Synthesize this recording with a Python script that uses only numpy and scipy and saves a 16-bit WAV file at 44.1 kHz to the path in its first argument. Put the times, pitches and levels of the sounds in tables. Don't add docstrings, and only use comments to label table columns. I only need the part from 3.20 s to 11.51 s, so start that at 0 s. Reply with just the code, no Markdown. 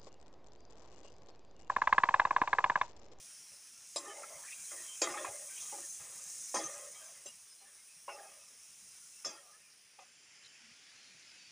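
import sys
import numpy as np
from scipy import signal
from scipy.fft import rfft, next_fast_len
from scipy.io import wavfile
from scipy.ndimage import uniform_filter1d

SR = 44100
rng = np.random.default_rng(int(sys.argv[2]) if len(sys.argv) > 2 else 0)


def wav_record(signal):
    frames = np.transpose(np.atleast_2d(signal))
    bounded = np.clip(frames, -1, 1)
    quanta = np.round(bounded * 32767).astype(np.int16)
    wavfile.write(sys.argv[1], SR, quanta)


def to_linear_factor(level_db):
    exponent = np.asarray(level_db, float) / 20
    return 10 ** exponent


N = 366559


def evened(x):
    return x / np.sqrt(np.mean(x ** 2) + 1e-20)


def curve(rows, t, column=1):
    rows = np.asarray(rows)
    return np.interp(t, rows[:, 0], rows[:, column])


def read(points, hz):
    f, value = np.transpose(points)
    return np.interp(np.log(hz + 1), np.log(f + 1), value, -120, -120)


def add(mix, s, sound):
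    part = mix[round(s * SR):][:len(sound)]
    part += sound[:len(part)]


def highpass(x, order, hz):
    return signal.sosfilt(signal.butter(order, hz, "high", fs=SR, output="sos"), x)


def ring(x, hz, width):
    r, turn = np.exp(-np.pi * width / SR), 2 * np.pi * hz / SR
    gain = np.sqrt(2 * (1 - r ** 2))
    return gain * signal.lfilter([0, r * np.sin(turn)], [1, -2 * r * np.cos(turn), r ** 2], x)


def spatter(per_s, spread_db, size):
    draw = rng.random((size, 3))
    big = to_linear_factor(-spread_db * np.log(np.maximum(draw[:, 0], .02)))
    return evened(big * np.sign(draw[:, 1] - .5) * (draw[:, 2] < per_s / SR))


def band_rms(x, lo, hi):
    z = rfft(x, next_fast_len(len(x)))
    hz = np.linspace(0, SR / 2, len(z))
    power = abs(z) ** 2
    return np.sqrt(np.mean(x ** 2) * np.sum(power[(hz > lo) & (hz < hi)]) / np.sum(power))


def shaped(x, colour, band, streak_db, patch_db, flicker_db, level_db):
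    hz, t, z = signal.stft(x, SR, nperseg=1024, noverlap=768)
    a, b = rng.standard_normal((len(t), len(hz), 2)).T
    streaks = evened(uniform_filter1d(a, size=8, axis=1)) * np.clip(5000 / (hz[:, None] + 1), 0.4, 1)
    patches = evened(uniform_filter1d(uniform_filter1d(b, size=14, axis=0), size=15, axis=1))
    flicker = evened(uniform_filter1d(b.mean(0), size=2))
    uneven_db = streak_db * streaks + patch_db * patches + flicker_db * flicker
    z = z * to_linear_factor(read(colour, hz)[:, None] + uneven_db)
    scale = band_rms(signal.istft(z, nperseg=1024, noverlap=768)[1], *band)
    played = z * to_linear_factor(level_db(t, hz[:, None]))
    return signal.istft(played, nperseg=1024, noverlap=768)[1][:N] / scale


# time in seconds, sizzle in dB, fine spray against the sizzle in dB.
FRYING = [(0.0, -55.5, -2.5), (0.54, -57.5, -3.5), (0.92, -54, -5), (1.13, -55.5, 0), (1.54, -51, -0.5),
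          (1.9, -51.5, -2.5), (2.21, -53, 1), (2.61, -49, -2), (2.88, -54.5, 0), (3.11, -49.5, -3.5),
          (3.4, -50.5, -2.5), (3.61, -53.5, -2), (4.4, -61.5, -1.5), (5.01, -59.5, -0.5), (5.32, -59, -3.5),
          (5.9, -56.5, -3), (6.49, -64.5, -3), (7.1, -70, -4.5)]
# frequency in Hz, density in dB per Hz.
FIZZ = [(2470, -48), (4200, -12.5), (4410, -42), (5060, -4.5), (5740, 0.5), (6690, 3), (7880, -1.5),
        (9290, 2), (10200, -3.5), (11400, -17.5), (13500, -22.5), (14900, -13.5), (15500, -7.5)]
# frequency in Hz, change from the close fizz in dB.
AFAR = [(0, 0), (4600, 0), (4950, 2), (5400, 5.5), (6400, -4), (7400, -3), (8700, -2), (9700, 1),
        (11000, 0), (23000, -0.5)]
# time in seconds, distance from 0 close to 1 far.
DISTANCE = [
    (0.4, 1),
    (0.75, 0.18),
    (1.2, 0.029),
    (3.6, 0),
    (4.2, 0.3),
    (4.7, 0.7),
    (5.4, 0.61),
]
AIR_DB = -70.5
MIST_DB, AIR_DULL_DB, OUTDOORS_S = 1, -3, 6.8
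HOLLOW_DB, HOLLOW_HZ, HOLLOW_WIDTH_HZ, HOLLOW_SHARE = -52, 7240, 1100, 0.57


def frying():
    pops = rng.standard_normal(N) + 0.38 * spatter(3500, 11, size=N)

    def level_db(t, hz):
        spray = np.clip((hz - 7500) / 900, 0, 1)
        mist = np.clip((hz - 10800) / 500, 0, 1)
        fizz_db = curve(FRYING, t)
        spray_db = np.maximum(fizz_db + curve(FRYING, t, column=2) + 2.5, AIR_DB)
        hollow = np.exp(-((hz - HOLLOW_HZ) / HOLLOW_WIDTH_HZ) ** 2)
        hollow_db = HOLLOW_SHARE * np.minimum(fizz_db - HOLLOW_DB, 0) * hollow
        afar_db = (curve(DISTANCE, t) - 0.3) * read(AFAR, hz)
        mist_db = MIST_DB + AIR_DULL_DB * np.clip((t - OUTDOORS_S) / .15, 0, 1)
        return hollow_db + afar_db + fizz_db * (1 - spray) + spray_db * spray + mist_db * mist
    return shaped(pops, FIZZ, (4900, 7400), 2.96, 0.83, 0.41, level_db)


# frequency in Hz, width in Hz, level in dB.
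WOK = [(341.4, 5.3, -9), (420, 12, -17), (526, 7.8, -40), (570, 4, -1.5), (663, 34, -4.5), (823, 32, -4),
       (996, 3.3, -13.5), (1069, 16, -7), (1190, 14, -5), (1228, 20, -2.5), (1338, 23, -8.5),
       (1438, 50, -12), (1650, 45, -7), (1845, 31, -3), (2037, 10.5, -3), (2120, 10.5, -12), (2273, 19, 0),
       (2496, 89, 6), (2570, 11, -5), (2690, 18, -26), (2740, 7.1, -30), (3190, 21, -6), (3222, 18, 4.5),
       (3340, 11, -14), (3460, 15, -1.5), (3775, 49, 0.5), (4080, 19, -28), (4370, 12, -47)]
# start in seconds, pressure in dB, easing in dB per s,
# height on the wall as treble lean in dB, climb in dB per s.
STROKES = [(.315, -72, -140, -13, 100), (0.759, -46.5, -200, 6, 5), (.793, -53, -6, -3.5, -41),
           (1.026, -55, -38, -8, 52), (1.515, -51, -64, -4.5, 70), (1.8163, -34.5, -90, 0, 5),
           (1.87, -39, -61, -5.5, -16), (1.972, -41.5, -70, 0, -15), (2.047, -43.5, -60, -5, -30),
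           (2.099, -54.5, -51, -16, 110), (2.42, -57, -49, 8, -5), (2.522, -50, -160, -12.5, 18),
           (2.797, -56, -35, -1.5, 14), (3.342, -37, -100, -11.5, 107), (3.441, -48.5, -41, -2, 1),
           (3.69, -64, -28, -8, 5), (3.745, -58, -40, 6, -34), (4.061, -56.5, -250, -4, 150),
           (4.41, -65, -53, -3, 37), (4.879, -51, -48, -14, 40), (6.045, -45.5, -105, 0.5, -28),
           (6.284, -67, -58.5, -9.5, 66), (6.789, -54.5, -230, 2, -10)]
STROKE_S, OUTER_DB = 0.94, -5
RASP_HZ = 1200


def scraping():
    t, slow = np.arange(N) / SR, np.arange(0, N + 200, 200) / SR
    drive_db = np.full((3, N), -140.)
    for s, press_db, ease_db, lean_db, climb_db in STROKES:
        first = round(s * SR)
        since = t[first:first + SR] - s
        middle_db = np.where(since < STROKE_S, press_db + ease_db * since, -140)
        high_db = lean_db + climb_db * np.minimum(since, STROKE_S)
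        outer_db = middle_db + OUTER_DB
        drive_db[:, first:first + SR] = [outer_db - high_db, middle_db, outer_db + high_db]
    slips = 0.58 * spatter(600, 2.4, size=N) + 0.6 * rng.standard_normal(N)
    groups = np.zeros((3, N))
    for hz, width, db in WOK[1:]:
        k = int(hz > 950) + int(hz > 2200)
        flutter_db = 5.7 * evened(uniform_filter1d(rng.standard_normal(len(slow)), size=12))
        touch = slips * np.interp(t, slow, to_linear_factor(db + flutter_db))
        rubbed_width = max(1.6 * width, 8) * (1 + hz / RASP_HZ * (width < 15))
        groups[k] += ring(touch, hz, rubbed_width)
    steady = groups / np.sqrt(uniform_filter1d(groups ** 2, size=3000, axis=1))
    pressure = uniform_filter1d(to_linear_factor(drive_db - 5.5), size=60, axis=1)
    return highpass((steady * pressure).sum(0), 4, 400)


TICK, TICK_S = 1.7, 0.00063


def blow(modes, chatter_s, crack, strike):
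    t = np.arange(SR // 5) / SR
    hold = np.exp(-(t / max(chatter_s, .001)) ** 1.1) * np.minimum(t / 0.00046, 1)
    force = rng.standard_normal(len(t)) * hold + strike * np.linalg.norm(hold) * (t == 0)
    sound = sum(to_linear_factor(db) * ring(ring(force, hz, 290), hz, 1.9 / t60) for hz, db, t60 in modes)
    middle_hz = np.median(modes, axis=0)[0]
    wide = ring(ring(force, middle_hz, 4700), middle_hz, 4700)
    tick = TICK * np.exp(-t / TICK_S) * np.cos(2 * np.pi * middle_hz * t)
    return sound / abs(sound).max() + crack * (wide / abs(wide).max() + tick)


# start in seconds, peak in dB, loudest mode in Hz, brightness in dB per octave.
KNOCKS = [(0.307, -66, 2470, -4), (0.7593, -26.5, 600, 2), (.7697, -41, 900, 2), (.782, -43, 700, 4),
          (.856, -40.5, 1220, 6), (1.033, -33.5, 1360, 1), (1.24, -60, 1710, -2), (1.322, -35.5, 2690, -9),
          (1.51, -42, 1490, -1.5), (1.8178, -21.5, 596, -2), (1.8265, -31, 2420, -6),
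          (1.872, -24, 1170, -19), (1.94, -30, 1250, -5), (1.972, -27.5, 1260, 8), (2.046, -26.5, 1100, 10),
          (2.083, -36, 563, -5), (2.377, -38, 2820, -5), (2.526, -31.5, 787, 2), (2.583, -39, 854, 14),
          (3.3422, -24.5, 595, 8), (3.351, -39, 830, 14), (3.357, -24.5, 1200, 10.5), (3.365, -32, 806, 3),
          (3.385, -30, 807, 2), (3.396, -28, 600, 4), (4.057, -39.5, 487, -21), (4.88, -31, 996, -3),
          (4.889, -35, 1475, -5), (4.981, -40.5, 584, 21), (6.046, -39, 1410, -20), (6.058, -35, 750, -7),
          (6.786, -47, 857, 4)]


def knocks():
    out = np.zeros(N)
    for s, db, loud_hz, bright_db in KNOCKS:
        modes = [(loud_hz, -5.5, .055)]
        for hz, _, mode_db in WOK[1:]:
            off_db = -27.8 * abs(np.log2(hz / loud_hz))
            modes.append((hz, mode_db + off_db + bright_db * np.log2(hz / 1000), .06))
        add(out, s, to_linear_factor(db - 8) * blow(modes, chatter_s=0.0046, crack=0.025, strike=1.05))
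    return out


# start in seconds, peak in dB, chatter in seconds.
CLANGS = [
    (0.7599, -25, 0.019),
    (1.8169, -18.5, 0.018),
    (3.3442, -25.5, 0.038),
    (3.4393, -31.5, 0.006),
    (3.454, -34, 0.012),
    (4.0594, -36, 0.024),
    (6.048, -27.5, 0.0079),
    (6.058, -30.5, 0.029),
]
# frequency in Hz, level in dB.
BLADE = [
    [(2590, -22), (3320, -14), (3984, -11), (4500, -16), (5055, 0), (5825, -10), (6304, -14), (7154, -5),
     (7520, 3.5), (8096, -9), (8387, -7.5), (8920, -12), (9803, -2)],
    [(2470, -5.5), (3310, -11), (4130, -19), (4630, -4.5), (4710, -7), (5150, -0.5), (5760, -1.5),
     (6490, 0.5), (6930, -1), (6430, 0.5), (7370, 1.5), (8850, -11), (11000, -12.5)],
    [(2008, -7), (3250, -1.5), (4850, 5.5), (5125, 2), (5561, -2), (6142, 14), (6336, 13), (6605, 6),
     (6966, 9), (9125, -5)],
    [(5900, -25), (6213, -9), (7230, -32)],
    [(5900, -25), (6200, -11), (6500, -22)],
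    [(3300, -13), (3900, -14), (5000, -10), (5500, -16), (6150, -1), (7450, 0)],
    [(3340, -10), (5230, 10.5), (5280, 6), (5469, -18), (5490, 1), (6330, -1), (6600, 0), (7500, -17),
     (7324, -1.5), (8970, -0.5)],
    [(3400, -10.5), (4850, -2), (5300, 3.5), (5700, 0), (6330, 4.5), (6600, -6), (7320, -4)],
]
BLADE_T60_S = 0.03


def clangs():
    out = np.zeros(N)
    for (s, db, chatter_s), table in zip(CLANGS, BLADE):
        modes = [(hz, mode_db, BLADE_T60_S) for hz, mode_db in table]
        add(out, s, to_linear_factor(db - 1.5) * blow(modes, chatter_s, crack=0.28, strike=0.45))
    return out


# start in seconds, peak in dB, pitch in Hz, ring in seconds.
TAPS = [(0.7606, -33, 3900, 0.0018), (0.7604, -35, 900, 0.0028), (.769, -36, 3920, .003),
        (1.8187, -21, 5200, .0007), (1.819, -28, 660, .003), (1.8749, -35, 1150, .003),
        (1.925, -32, 7000, .001), (2.0463, -30, 1050, .005), (3.462, -36, 6200, .005),
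        (3.3428, -28, 615, 0.0027), (4.8805, -41, 1070, .014), (4.893, -39, 1450, .006),
        (4.995, -48, 1650, .012), (1.819, -32, 520, .012), (6.787, -50, 800, .008),
        (1.237, -50.5, 1730, 0.0091), (1.32, -55.5, 3550, .008), (2.749, -41, 7400, .003),
        (2.483, -45, 7100, .004)]


def taps():
    out, t = np.zeros(N), np.arange(SR // 20) / SR
    for s, db, hz, ring_s in TAPS:
        click = np.minimum(t * hz, 1) * np.exp(-t / ring_s) * np.sin(2 * np.pi * hz * t)
        add(out, s, to_linear_factor(db) * click)
    return highpass(out, 4, 330)


CHIME_RISE_S, SING_RISE_S = 0.002, 0.007
STEADY, LOOSE = 0.59, 6.9


def squeak(length_s, first_hz, last_hz, width_hz, rise_s, steady):
    hz = np.geomspace(first_hz, last_hz, round(length_s * SR))
    n = len(hz)
    t = np.arange(n) / SR
    fade = np.minimum((1 - t / length_s) / 0.19, 1) * (1 - 0.37 * t / length_s)
    shape = np.minimum(t / rise_s, 1) * fade
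    r = np.exp(-np.pi * width_hz / SR)
    draw = rng.standard_normal((n + SR // 20, 2))
    wander = signal.lfilter([1], np.convolve([1, -r], [1, -r]), draw[:, 0] + 1j * draw[:, 1])[-n:]
    wander = wander / np.sqrt(abs(wander) ** 2 + steady * np.mean(abs(wander) ** 2))
    carrier = np.exp(2j * np.pi * np.cumsum(hz) / SR)
    return evened((wander * carrier).real) * shape


def held_notes(notes, rise_s):
    out = np.zeros(N)
    for s, length_s, hz, db in notes:
        add(out, s, to_linear_factor(db) * squeak(length_s, hz, hz, 60 + 0.018 * hz, rise_s, STEADY))
    return out


# start in seconds, level in dB.
HUMS = [
    (.763, -59),
    (1.525, -69),
    (1.818, -48.5),
    (1.952, -56),
    (2.533, -62),
    (3.343, -48.5),
    (6.054, -64.5),
]
# start in seconds, pitch in Hz, level in dB.
CHIMES = [(0.758, 1067, -53), (.76, 4000, -69), (1.817, 8720, -56), (2.046, 2450, -55),
          (3.342, 1030, -42.5), (3.3416, 8800, -44.5), (4.064, 2850, -58), (4.881, 2790, -54),
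          (4.885, 2570, -60), (4.89, 2240, -61.5), (6.05, 3450, -61), (6.059, 4900, -54), (6.788, 743, -61),
          (1.812, 7350, -48), (.757, 7520, -55), (4.91, 5280, -58), (4.92, 6300, -63), (4.92, 2670, -59),
          (3.35, 5500, -47.5)]
HUM_S, CHIME_S = .125, .055


def chiming():
    hums = [(s, HUM_S, WOK[0][0], db) for s, db in HUMS]
    chimes = [(s, CHIME_S, hz, db) for s, hz, db in CHIMES]
    return held_notes(hums + chimes, CHIME_RISE_S)


# start in seconds, length in seconds, pitch in Hz, level in dB.
SINGING = [(0.844, 0.093, 1214, -54), (0.85, 0.04, 1810, -55), (.9, 0.039, 1750, -54),
           (0.861, 0.058, 394, -53), (0.879, 0.064, 3070, -58), (0.961, 0.27, 588, -61.5),
           (1.32, 0.12, 2400, -63), (1.44, 0.041, 4090, -62), (1.564, 0.085, 1890, -59),
           (1.678, 0.093, 3130, -54), (1.89, 0.065, 5120, -53), (2.015, .03, 5910, -54),
           (1.935, 0.015, 6100, -53), (2.12, 0.066, 2090, -60.5), (1.97, 0.062, 2650, -58),
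           (1.02, 0.1, 2160, -64), (.9, .04, 2200, -62), (1.1, 0.092, 620, -56.5),
           (2.142, 0.16, 593, -58.5), (2.281, 0.09, 2360, -64), (2.297, 0.066, 1565, -63),
           (2.619, 0.039, 1810, -60), (2.69, 0.093, 6250, -49.5), (3.39, 0.045, 3340, -56),
           (3.411, 0.075, 1220, -49), (3.47, 0.27, 570, -56), (3.75, 0.11, 3160, -65),
           (3.812, 0.068, 1560, -65), (3.852, 0.04, 6200, -56), (4.295, 0.051, 5110, -59.5),
           (4.972, 0.13, 807, -57), (4.98, 0.093, 1650, -63), (5.93, 0.075, 2680, -67.5),
           (6.21, 0.06, 1200, -76), (6.07, .1, 2580, -64), (6.11, 0.067, 850, -62), (6.12, .09, 1344, -63),
           (3.36, .05, 4840, -53), (3.5, 0.19, 1247, -61.5), (3.56, .1, 2000, -64), (3.8, 0.15, 640, -67),
           (1.85, .05, 1995, -57), (1.935, 0.029, 2490, -52), (1.98, .07, 603, -49), (3.5, .08, 5900, -53),
           (3.41, 0.026, 6100, -51), (6.12, .06, 4850, -62)]
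# start in seconds, pitch in Hz.
GRAZES = [(.971, 2120), (1.616, 3150), (3.565, 1910), (3.871, 700), (3.947, 2050), (4.382, 4160),
          (4.399, 780), (4.565, 2140), (4.68, 2570), (5.02, 2550), (5.07, 2550), (5.19, 2600), (4.7, 5000),
          (4.77, 5700), (4.45, 1750), (1.37, 1600), (1.04, 5900), (5.141, 600), (6.155, 3250),
          (6.434, 2420)]
GRAZE_S, GRAZE_DB = 0.066, -69


def singing():
    grazes = [(s, GRAZE_S, hz, GRAZE_DB) for s, hz in GRAZES]
    return held_notes(SINGING + grazes, SING_RISE_S)


# start in seconds, length in seconds, first Hz, last Hz, level in dB.
CLIMBS = [
    (1.1, .11, 900, 1250, -63),
    (1.18, 0.1, 800, 1300, -62),
    (1.24, 0.1, 1600, 2150, -58),
    (1.27, 0.09, 2300, 2750, -57),
    (1.13, .05, 1900, 2300, -63),
    (2.29, .13, 2100, 3000, -64),
    (2.36, 0.07, 2900, 3800, -59),
]
# start in seconds, length in seconds, first Hz, last Hz, level in dB.
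WHINES = [
    (6.26, 0.13, 1150, 1330, -68),
    (6.33, 0.066, 1680, 1900, -69),
    (6.39, 0.056, 2500, 2900, -72),
    (6.2, 0.11, 840, 660, -73),
    (5.08, .06, 730, 650, -72),
    (2.195, 0.0145, 8000, 9200, -47),
]


def climbing():
    out = np.zeros(N)
    for table, width_hz, steady in (CLIMBS, 380, LOOSE), (WHINES, 81, STEADY):
        for s, length_s, first_hz, last_hz, db in table:
            add(out, s, to_linear_factor(db) * squeak(length_s, first_hz, last_hz, width_hz, SING_RISE_S, steady))
    return out


# start in seconds, length in seconds, centre in Hz, level in dB.
SPLASHES = [(2.4, .05, 6500, -46), (2.46, .035, 7000, -55), (.76, .035, 4300, -51.5),
            (1.82, 0.044, 5600, -46), (3.345, .05, 6700, -46), (7.235, .04, 5000, -70),
            (.765, .04, 6200, -49), (1.83, .05, 3300, -52), (6.8, .06, 6200, -66), (6.5, .05, 5200, -66),
            (3.36, .05, 5300, -49)]
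SPLASH_WIDTH_HZ = 1500


def splashes():
    out = np.zeros(N)
    for s, length_s, hz, db in SPLASHES:
        add(out, s, to_linear_factor(db) * squeak(length_s, hz, hz, SPLASH_WIDTH_HZ, CHIME_RISE_S, LOOSE))
    return highpass(out, 4, 330)


# start in seconds, peak in dB, pitch in Hz.
THUMPS = [(0.296, -68, 108), (0.767, -65, 233), (1.137, -61, 157), (1.375, -62, 173), (1.895, -58, 170),
          (2.073, -56, 110), (2.795, -57.5, 118), (3.351, -48.5, 233), (3.44, -54.5, 165),
          (3.555, -65, 140), (3.971, -70, 176), (4.064, -65, 240), (6.062, -52.5, 242)]
NUDGES = [.021, 1.819, 2.404, 2.47, 2.944, 3.054, 4.756, 5.613, 7.502, 7.935]
NUDGE_DB, NUDGE_HZ = -66.5, 165


def thumps():
    out, t = np.zeros(N), np.arange(SR // 5) / SR
    for s, db, hz in THUMPS + [(s, NUDGE_DB, NUDGE_HZ) for s in NUDGES]:
        force = rng.standard_normal(len(t)) * t * np.exp(-t / 0.0098)
        push = highpass(ring(ring(force, hz, 96), hz, 96), 2, 60)
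        add(out, s, to_linear_factor(db - 3.5) * push / abs(push).max())
    return out


# frequency in Hz, density in dB per Hz.
KITCHEN = [(12, -36), (20, -6), (48, -16.5), (171, -11), (335, -16), (557, -15), (718, -14), (788, -15.5),
           (2560, -7), (3600, -11), (4300, -12.5), (5000, -4), (6500, -39), (11000, -120)]
SIMMER_DB, SIMMER_SHARE, QUIET_DB = -66.5, 0.59, -72.5
FIRE_DB, FIRE_S = 2.5, 0.35


def simmer_and_fire():
    def level_db(t, hz):
        simmer_db = SIMMER_DB + SIMMER_SHARE * (curve(FRYING, t) - FRYING[0][1])
        return np.maximum(simmer_db, QUIET_DB) + FIRE_DB * np.maximum(1 - t / FIRE_S, 0)
    return to_linear_factor(-.5) * shaped(rng.standard_normal(N), KITCHEN, (1300, 4600), 3.0, 1.3, .5, level_db)


# time in seconds, level in dB.
HILL = [
    (6.1, -100),
    (6.5, -70),
    (6.8, -65),
    (7.25, -60),
    (8.31, -59),
]
# frequency in Hz, density in dB per Hz.
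STREAM = [(20, -45), (60, -32), (130, -9), (280, -9.5), (420, -13), (1200, -13.5), (1400, -6.5), (2500, 0),
          (3300, -3), (4100, -1.5), (5100, -0.5), (7100, -5.5), (7800, -11.5), (9500, -48)]
# time in seconds, level against the stream in dB.
CHORUS = [
    (7.25, -11.5),
    (7.7, -3.5),
]


def stream():
    drops = 0.9 * rng.standard_normal(N) + 0.35 * spatter(600, 4.3, size=N)

    def level_db(t, hz):
        return curve(HILL, t) + curve(CHORUS, t) * np.exp(-((hz - 4000) / 550) ** 2)
    return shaped(drops, STREAM, (200, 15600), 2.6, 0.46, 0.31, level_db)


# start in seconds, length in seconds, pitch in Hz, width in Hz, level in dB.
TRILLS = [(6.75, .75, 7290, 70, -72), (7.5, .5, 7200, 120, -79), (7.95, .36, 7200, 90, -74),
          (7.74, .21, 4230, 60, -70), (8.17, .14, 4580, 25, -67), (7.21, .12, 3050, 120, -69),
          (7.34, .04, 2700, 900, -67), (7.43, .03, 2800, 700, -67), (7.5, .035, 2500, 900, -67),
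          (8.1, .2, 2580, 90, -69), (7.232, .045, 4000, 400, -61), (7.09, .06, 2150, 200, -70),
          (8.06, .07, 5100, 250, -66), (7.4, .14, 230, 30, -73.5)]


def trills():
    out = np.zeros(N)
    for s, length_s, hz, width_hz, db in TRILLS:
        throb_hz = min(55, hz / 45)
        t = np.arange(0, length_s, 1 / SR)
        drive = rng.standard_normal(len(t)) * (1.6 + np.cos(2 * np.pi * throb_hz * t))
        note = ring(ring(drive, hz, width_hz), hz, width_hz)
        note /= np.sqrt(uniform_filter1d(note ** 2, size=1300) + .3)
        add(out, s, to_linear_factor(db) * evened(note) * signal.windows.tukey(len(t), .4))
    return out


def scene():
    steel = scraping() + knocks() + clangs() + chiming() + singing() + climbing()
    near = frying() + highpass(steel, 4, 250) + taps() + splashes() + thumps()
    mono = near + simmer_and_fire() + stream() + trills()
    return np.array([mono, mono])


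def band_limit(x):
    return signal.sosfilt(signal.butter(12, 15520, fs=SR, output="sos"), x)


def record(dry):
    edge = signal.firwin(801, 15560, window=("kaiser", 9), fs=SR)
    thin = highpass(dry, 2, 48)
    return band_limit(signal.oaconvolve(thin, edge[None], "same", axes=1))


dry = scene()
out = record(dry)
wav_record(out)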